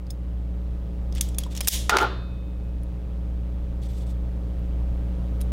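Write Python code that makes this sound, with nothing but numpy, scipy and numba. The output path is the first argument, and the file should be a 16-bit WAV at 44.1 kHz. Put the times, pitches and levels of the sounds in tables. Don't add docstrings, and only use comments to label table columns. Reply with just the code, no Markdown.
import sys
import numpy as np
from scipy import signal
from scipy.fft import rfft, irfft
from scipy.io import wavfile
from scipy.ndimage import uniform_filter1d, minimum_filter1d
from numba import njit

SR = 44100
rng = np.random.default_rng(int(sys.argv[2]) if len(sys.argv) > 2 else 0)


def transcribe(signal):
    frames = np.atleast_2d(signal).T
    limited = np.clip(frames, -1, 1)
    pcm = np.round(limited * 32767).astype(np.int16)
    wavfile.write(sys.argv[1], SR, pcm)


def volts_from_decibels(level):
    exponent = np.asarray(level, float) / 20
    return 10 ** exponent


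N = 243431
T = np.arange(N) / SR


def level(x, db):
    return x * volts_from_decibels(db) / np.sqrt(np.mean(x ** 2))


def curve(rows):
    s, value = np.transpose(rows)
    return np.interp(T, s, value)


def band(x, lo_hz, hi_hz, order=2):
    edges_hz = [lo_hz, min(hi_hz, 0.45 * SR)]
    return signal.sosfilt(signal.butter(order, edges_hz, "band", fs=SR, output="sos"), x)


def coloured(points):
    hz, db = np.transpose(points)
    f = np.arange(N // 2 + 1) * SR / N
    shape = volts_from_decibels(np.interp(np.log(f + 1), np.log(hz), db))
    return irfft(rfft(rng.standard_normal(N)) * shape, N)


def fade(t, t60):
    return np.exp(-np.log(1000) * t / max(t60, 0.002))


def rise(size, seconds):
    return np.minimum(T[:size] / seconds, 1)


def stroke(s, length, attack, release):
    swell = (T - s) / attack
    let_go = 1 + (s + length - T) / release
    return np.clip(np.minimum(swell, let_go), 0, 1) ** 2


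def rings(modes, size, scatter_db=0.0):
    t, out = T[:size], np.zeros(size)
    for hz, db, t60 in modes:
        uneven, detune = rng.standard_normal(2)
        tone = np.sin(2 * np.pi * hz * (1 + 0.003 * detune) * t)
        out += volts_from_decibels(db + scatter_db * uneven) * tone * fade(t, t60)
    return out


def tail(bands, size):
    out = np.zeros(size)
    for hz, db, t60 in bands:
        noise = band(rng.standard_normal(size), hz / 1.286, hz * 1.167)
        out += level(noise, db) * fade(T[:size], t60)
    return out


def add(out, s, sound):
    i = int(s * SR)
    out[i:i + len(sound)] += sound[:len(out) - i]


def crack(t60):
    return rng.standard_normal(4096) * fade(T[:4096], t60) * rise(4096, 0.00041) / 2


def push(t60):
    return np.sqrt(max(t60, 0.002) * SR / 55) * (np.arange(4096) == 0)


# time_s, gain_db
GAIN = [(0, -1.5), (1.2, 1.5), (2.2, -0.5), (3.5, 0.5), (4.5, 2), (5.52, 4)]


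def rider_db():
    return curve(GAIN)


# multiple of shaft rate, level_db
MOTOR = [(2, -45), (5, -58.5), (8, -74.5), (9, -61.5), (10, -59.5)]
# pitch_hz, width_hz, level_db
DUCT = [(31.2, 1.4, -45), (42.2, 4.8, -56), (74.5, 2.5, -49), (122.2, 1.4, -47.5), (139.4, 5, -55.5),
        (161.8, 1.4, -56.5)]
# pitch_hz, density_db (per Hz)
AIR = [(15, -22), (35, 1), (140, -1), (250, -7), (1000, -25), (2000, -35.5), (5000, -44.5), (15000, -51.5)]


def fan():
    motor_hz = 56.65
    out = level(coloured(AIR), -42.5)
    for k, db in MOTOR:
        out += np.sqrt(2) * volts_from_decibels(db) * np.cos(2 * np.pi * (k * motor_hz * T + rng.random()))
    for hz, width, db in DUCT:
        noise = rng.standard_normal(N)
        out += level(band(noise, hz - width / 2, hz + width / 2, order=1), db)
    return out


# time_s, level_db
HUM = [(0.0, -32.5), (0.33, -27.5), (0.61, -27), (0.92, -29.5), (1.17, -24.5), (1.33, -26.5), (1.52, -30),
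       (1.8, -27), (2.33, -31), (2.75, -27.5), (2.97, -30), (3.33, -26.5), (3.72, -28), (4.2, -25.5),
       (4.55, -27.5), (4.83, -23.5), (5.19, -26.5), (5.45, -23)]
# multiple of mains, level_db
RECTIFIER = [(2, -51), (3, -42), (4, -71.5), (5, -52.5), (7, -57), (8, -70), (9, -59), (11, -64),
             (13, -68.5), (15, -72), (19, -78), (21, -73)]
# pitch_hz, density_db (per Hz)
BUZZ = [(300, -27), (600, 6.5), (1200, -6), (2200, -6.5), (3400, -8), (5000, -18.5), (8000, -30.5),
        (14000, -25)]


def mains():
    mains_hz, start, pulse_lead, pulse_lag = 59.983, -0.64, 0.255, 2.25
    turn = 2 * np.pi * mains_hz * T
    hum = volts_from_decibels(curve(HUM) - rider_db()) * np.cos(turn + start)
    pulses = sum(volts_from_decibels(db) * np.cos(k * (turn + pulse_lead) - pulse_lag) for k, db in RECTIFIER)
    crests = np.exp(2.0 * (np.cos(2 * turn - 0.3) - 1))
    return np.sqrt(2) * (hum + pulses) + level(crests * coloured(BUZZ), -61.5)


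# pitch_hz, level_db, t60_s
ROOM_TAIL = [(503, -1.5, 0.51), (980, -12, .5), (1980, -6, 0.41), (3385, -4, 0.42), (6000, -5, 0.36),
             (9500, -10, 0.36), (13500, -6.5, 0.25)]


def room_echo(sent):
    room = np.concatenate([np.zeros(200), volts_from_decibels(-51.5) * tail(ROOM_TAIL, size=30000)])
    near_walls = band(rng.standard_normal(6000), 1500, 16000, order=1) * fade(T[:6000], 0.09)
    room[:6000] += volts_from_decibels(-46) * near_walls
    return signal.fftconvolve(sent, room)[:N]


# start_s, length_s, level_db (2-6 kHz), treble_db
RUBS = [(1.128, 0.044, -57, -16), (1.151, 0.034, -46, -16), (1.383, 0.032, -48.5, -13),
        (1.43, 0.032, -54, -16), (1.496, .03, -48, -6), (1.537, 0.051, -46, -13), (1.613, 0.05, -51.5, 0.5),
        (3.812, 0.053, -55.5, -6), (3.876, 0.086, -59.5, -4.5), (3.959, 0.071, -58.5, -3),
        (4.049, 0.066, -61.5, -1.5)]


def rubs():
    grains = rng.standard_normal(N) * volts_from_decibels(2.0 * rng.exponential(size=N))
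    held = np.repeat(rng.standard_normal(N // 300 + 1), 300)[:N]
    flicker = volts_from_decibels(1.8 * uniform_filter1d(held, size=150))
    body = level(band(grains, 2000, 6000) + 1.484 * band(grains, 3400, 3600, order=1), 0)
    other = grains[::-1]
    edge = level(band(other, 5500, 14000, order=1) + 2.0 * band(other, 7600, 8400, order=1), 0)
    out = np.zeros(N)
    for s, length, db, treble_db in RUBS:
        out += stroke(s, length, attack=0.016, release=0.032) * volts_from_decibels(db) * (body + volts_from_decibels(treble_db) * edge)
    return flicker * out


# start_s, peak_db (before the limiter), treble_db, contact_t60_s
DROP = [
    (1.8948, 5, -6.5, 0.04),
    (1.9691, 3.5, -22, 0.025),
    (1.985, -2.5, -40, 0.029),
    (2.003, -13, -30, 0.0071),
    (2.03, -18.5, -30, 0.0067),
]
# pitch_hz, level_db, t60_s
BENCH_TAIL = [(195.6, -5.5, 0.41), (366.3, -8, 0.82), (545, -2.5, 0.52), (816, 3, 0.37), (1300, 4.5, 0.55),
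              (2190, -11, 0.42), (3300, -9, 0.53), (5484, -19, 0.19)]
# pitch_hz, level_db, t60_s
BENCH_MODES = [(406, 0, 0.12), (527, -25, .25), (864, -0.5, 0.42), (900, -8, 0.25), (1081, -14.5, 0.19),
               (1238, 2.5, .29), (1399, 12, 0.07), (1366, -7.5, 0.78), (1556, -29, 0.53)]
# pitch_hz, level_db, t60_s
STEEL_MODES = [(1394, -3, .6), (2541, -16, 3.0), (2988, -4, .3), (3596, -7, 1.3), (3741, -15, 1.4),
               (4064, -3, .7), (4527, -8, .75), (4705, -16, .6), (4780, -17, .6), (5216, -15, .7)]


def drop():
    blows, out = np.zeros(N), np.zeros((2, N))
    for s, db, treble_db, t60 in DROP:
        burst = volts_from_decibels(db) * np.array([crack(t60), push(t60)])
        dull = 2.1 * band(burst, 450, 4000)
        bright = -volts_from_decibels(treble_db) * band(burst, 4000, 16000)
        knock = 4.49 * band(burst[0], 1150, 1600, order=1) + 4.45 * band(burst[0], 503, 1050, order=1)
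        add(blows, s, burst[1])
        add(out[0], s, dull[0] + bright[0] + knock)
        add(out[1], s, dull[1] + 0.19 * bright[1])

    knocks = (rng.random(N) < 2500 / SR) * rng.standard_normal(N)
    chatter = knocks * volts_from_decibels(-16.5) * stroke(1.898, 0.13, attack=0.0042, release=0.061)
    energy = np.abs(signal.fftconvolve(chatter ** 2, fade(T[:4096], 0.012))[:N])
    contacts = np.sqrt(energy) * rng.standard_normal(N)
    jingle = 0.24 + stroke(DROP[1][0], 0.048, attack=0.003, release=0.04)
    out += volts_from_decibels(-31.5) * band(contacts, 2500, 17000, order=1) * jingle * [[1], [1.5]]

    board = volts_from_decibels(-47.5) * tail(BENCH_TAIL, size=30000) + volts_from_decibels(-45) * rings(BENCH_MODES, size=30000)
    spreading = board * rise(30000, 0.003)
    out[0] += signal.fftconvolve(blows, spreading)[:N]
    local = board * fade(T[:30000], 0.09)
    out[0] += volts_from_decibels(20) * signal.fftconvolve(chatter, local)[:N]
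    add(out[0], DROP[2][0], volts_from_decibels(-38.5) * rings(STEEL_MODES, size=80000) * rise(80000, 0.1) ** 0.5)
    return out


# (share below 2.7 kHz, bluntness)
TICKS = [(1.1245, -37.5, 5070, -18.5), (1.1504, -30.5, 8440, -30), (1.159, -33, 3314, -8),
         (1.181, -35, 7500, 2), (1.21, -3, 6000, -30), (1.2837, -42, 12500, -20.5),
         (1.288, -33.5, 7740, -15.5), (1.3455, -36.5, 3470, -20), (1.3464, -40.5, 5170, -19.5),
         (1.3843, -12, 9300, -23.5), (1.403, -38, 11050, -23.5), (1.4354, -25.5, 3300, -18.5),
         (1.464, -47, 8000, -25.5), (1.5508, -28, 5930, -15.5), (1.5648, -27.5, 6540, -18),
         (1.5745, -21, 5490, -15), (1.6061, -17, 9400, -9), (1.6095, -14, 3150, -12.5),
         (1.6333, -37.5, 9200, -25), (1.6456, -29, 4850, -22)]
# start_s, peak_db, ring_hz, low_db
PARTS = [(0.0663, -54, 4800, -10), (0.1024, -42, 3600, -23), (0.1051, -34, 5000, -28),
         (2.833, -47.5, 9500, -25.5), (3.8172, -57, 6500, -31.5), (3.8345, -52, 9500, -10),
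         (3.8867, -59, 8000, -24.5), (3.9154, -62, 13000, -26), (3.9357, -61, 13500, -25),
         (4.592, -66, 12000, -29), (5.4062, -40, 3280, -10), (5.4167, -41, 3880, -5),
         (5.4124, -32, 9000, -5)]
# start_s, peak_db, ring_hz, low_db
SNAP = [
    (1.6725, -12.5, 10800, -16.5),
    (1.6739, -9, 8480, -13),
    (1.678, -5.5, 12200, -18.5),
    (1.6838, 18, 10130, -27),
]
# start_s, level_db, pitch_hz, t60_s
PINGS = [(.104, -40, 5150, .05), (.104, -47, 6620, .07), (.104, -47, 9400, .07), (.104, -44, 15700, .06),
         (1.15, -33, 28, .6), (1.4635, -32, 990, .03), (1.609, -27, 3200, .03), (1.615, -40, 5150, .12),
         (1.945, -22, 380, .5), (2.009, -32, 6750, .05), (5.414, -45, 9250, .07)]
# pitch_hz, level_db, t60_s
JAW_MODES = [(3330, 4, .05), (5370, -3, .04), (5505, 1.5, .04), (6620, 3.5, 0.055), (9180, -2, .04),
             (12300, -5, .03), (15610, -13, 0.041)]
CRACK_T60_S = {"jaw": 0.021, "part": 0.021, "snap": 0.019}
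EDGE_DB = {"jaw": -9.5, "part": 2.5, "snap": -8.5}
EDGE_TOP_HZ = {"jaw": 16000, "part": 14000, "snap": 16000}
JAW_RING_DB = {"jaw": -28, "part": -60, "snap": -33}


def stripper():
    ring_db = {"jaw": 20, "part": 23.5, "snap": 20}
    out = np.zeros((2, N))
    for kind, rows in (("jaw", TICKS), ("part", PARTS), ("snap", SNAP)):
        t60 = CRACK_T60_S[kind]
        for s, db, hz, low_db in rows:
            burst = np.array([crack(t60), push(t60)])
            high_db = EDGE_DB[kind] + 3.5 * np.log2(hz / 6000) + 0.1951 * (min(db, -5) + 28.5)
            sound = 0.96 * band(burst, 2800, 7500)
            sound -= 2.1 * volts_from_decibels(high_db) * band(burst, 7500, EDGE_TOP_HZ[kind])
            sound -= 3.5 * volts_from_decibels(low_db) * band(burst, 520, 2700)
            part_db = ring_db[kind] - 0.21 * (db + 30)
            part = volts_from_decibels(part_db) * band(burst[0], hz * 0.97, hz * 1.03, order=1) / 2
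            jaws = rings(JAW_MODES, size=6000, scatter_db=4.5)
            add(out[0], s, volts_from_decibels(db) * (sound[0] + part))
            add(out[0], s, volts_from_decibels(db + JAW_RING_DB[kind]) * jaws)
            add(out[1], s, volts_from_decibels(db) * sound[1])
    for s, db, hz, t60 in PINGS:
        add(out[0], s, rings([(hz, db, t60)], size=12000) * rise(12000, 0.00089))
    return out


def scene():
    background = volts_from_decibels(rider_db()) * (mains() + fan())
    near, sent = stripper() + rubs() + drop()
    return (near + room_echo(sent) + background)[None]


@njit
def duck(need_db, attack, step_db):
    out, g = np.empty(len(need_db)), 0.0
    for i in range(len(need_db)):
        if need_db[i] < g:
            g = g + attack * (need_db[i] - g)
        else:
            g = min(need_db[i], g + step_db)
        out[i] = g
    return out


def roll_off(x):
    return signal.sosfilt(signal.butter(12, 16940, fs=SR, output="sos"), x)


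def record(dry):
    dry = signal.sosfilt(signal.cheby1(10, 0.5, 15800, fs=SR, output="sos"), dry)
    threshold_db, attack_s, release_db_per_s, ceiling = -11.0, 0.0016, 500.0, 0.48
    need_db = np.minimum(threshold_db - 20 * np.log10(np.abs(dry[0]) + 1e-9), 0)
    held_db = minimum_filter1d(need_db, size=61)
    gain_db = duck(held_db, 1 / (attack_s * SR), release_db_per_s / SR)
    clipped = ceiling * np.tanh(dry * volts_from_decibels(gain_db) / ceiling)
    finished = signal.sosfiltfilt(signal.butter(12, 16900, fs=SR, output="sos"), clipped)
    return roll_off(finished)


dry = scene()
out = record(dry)
transcribe(out)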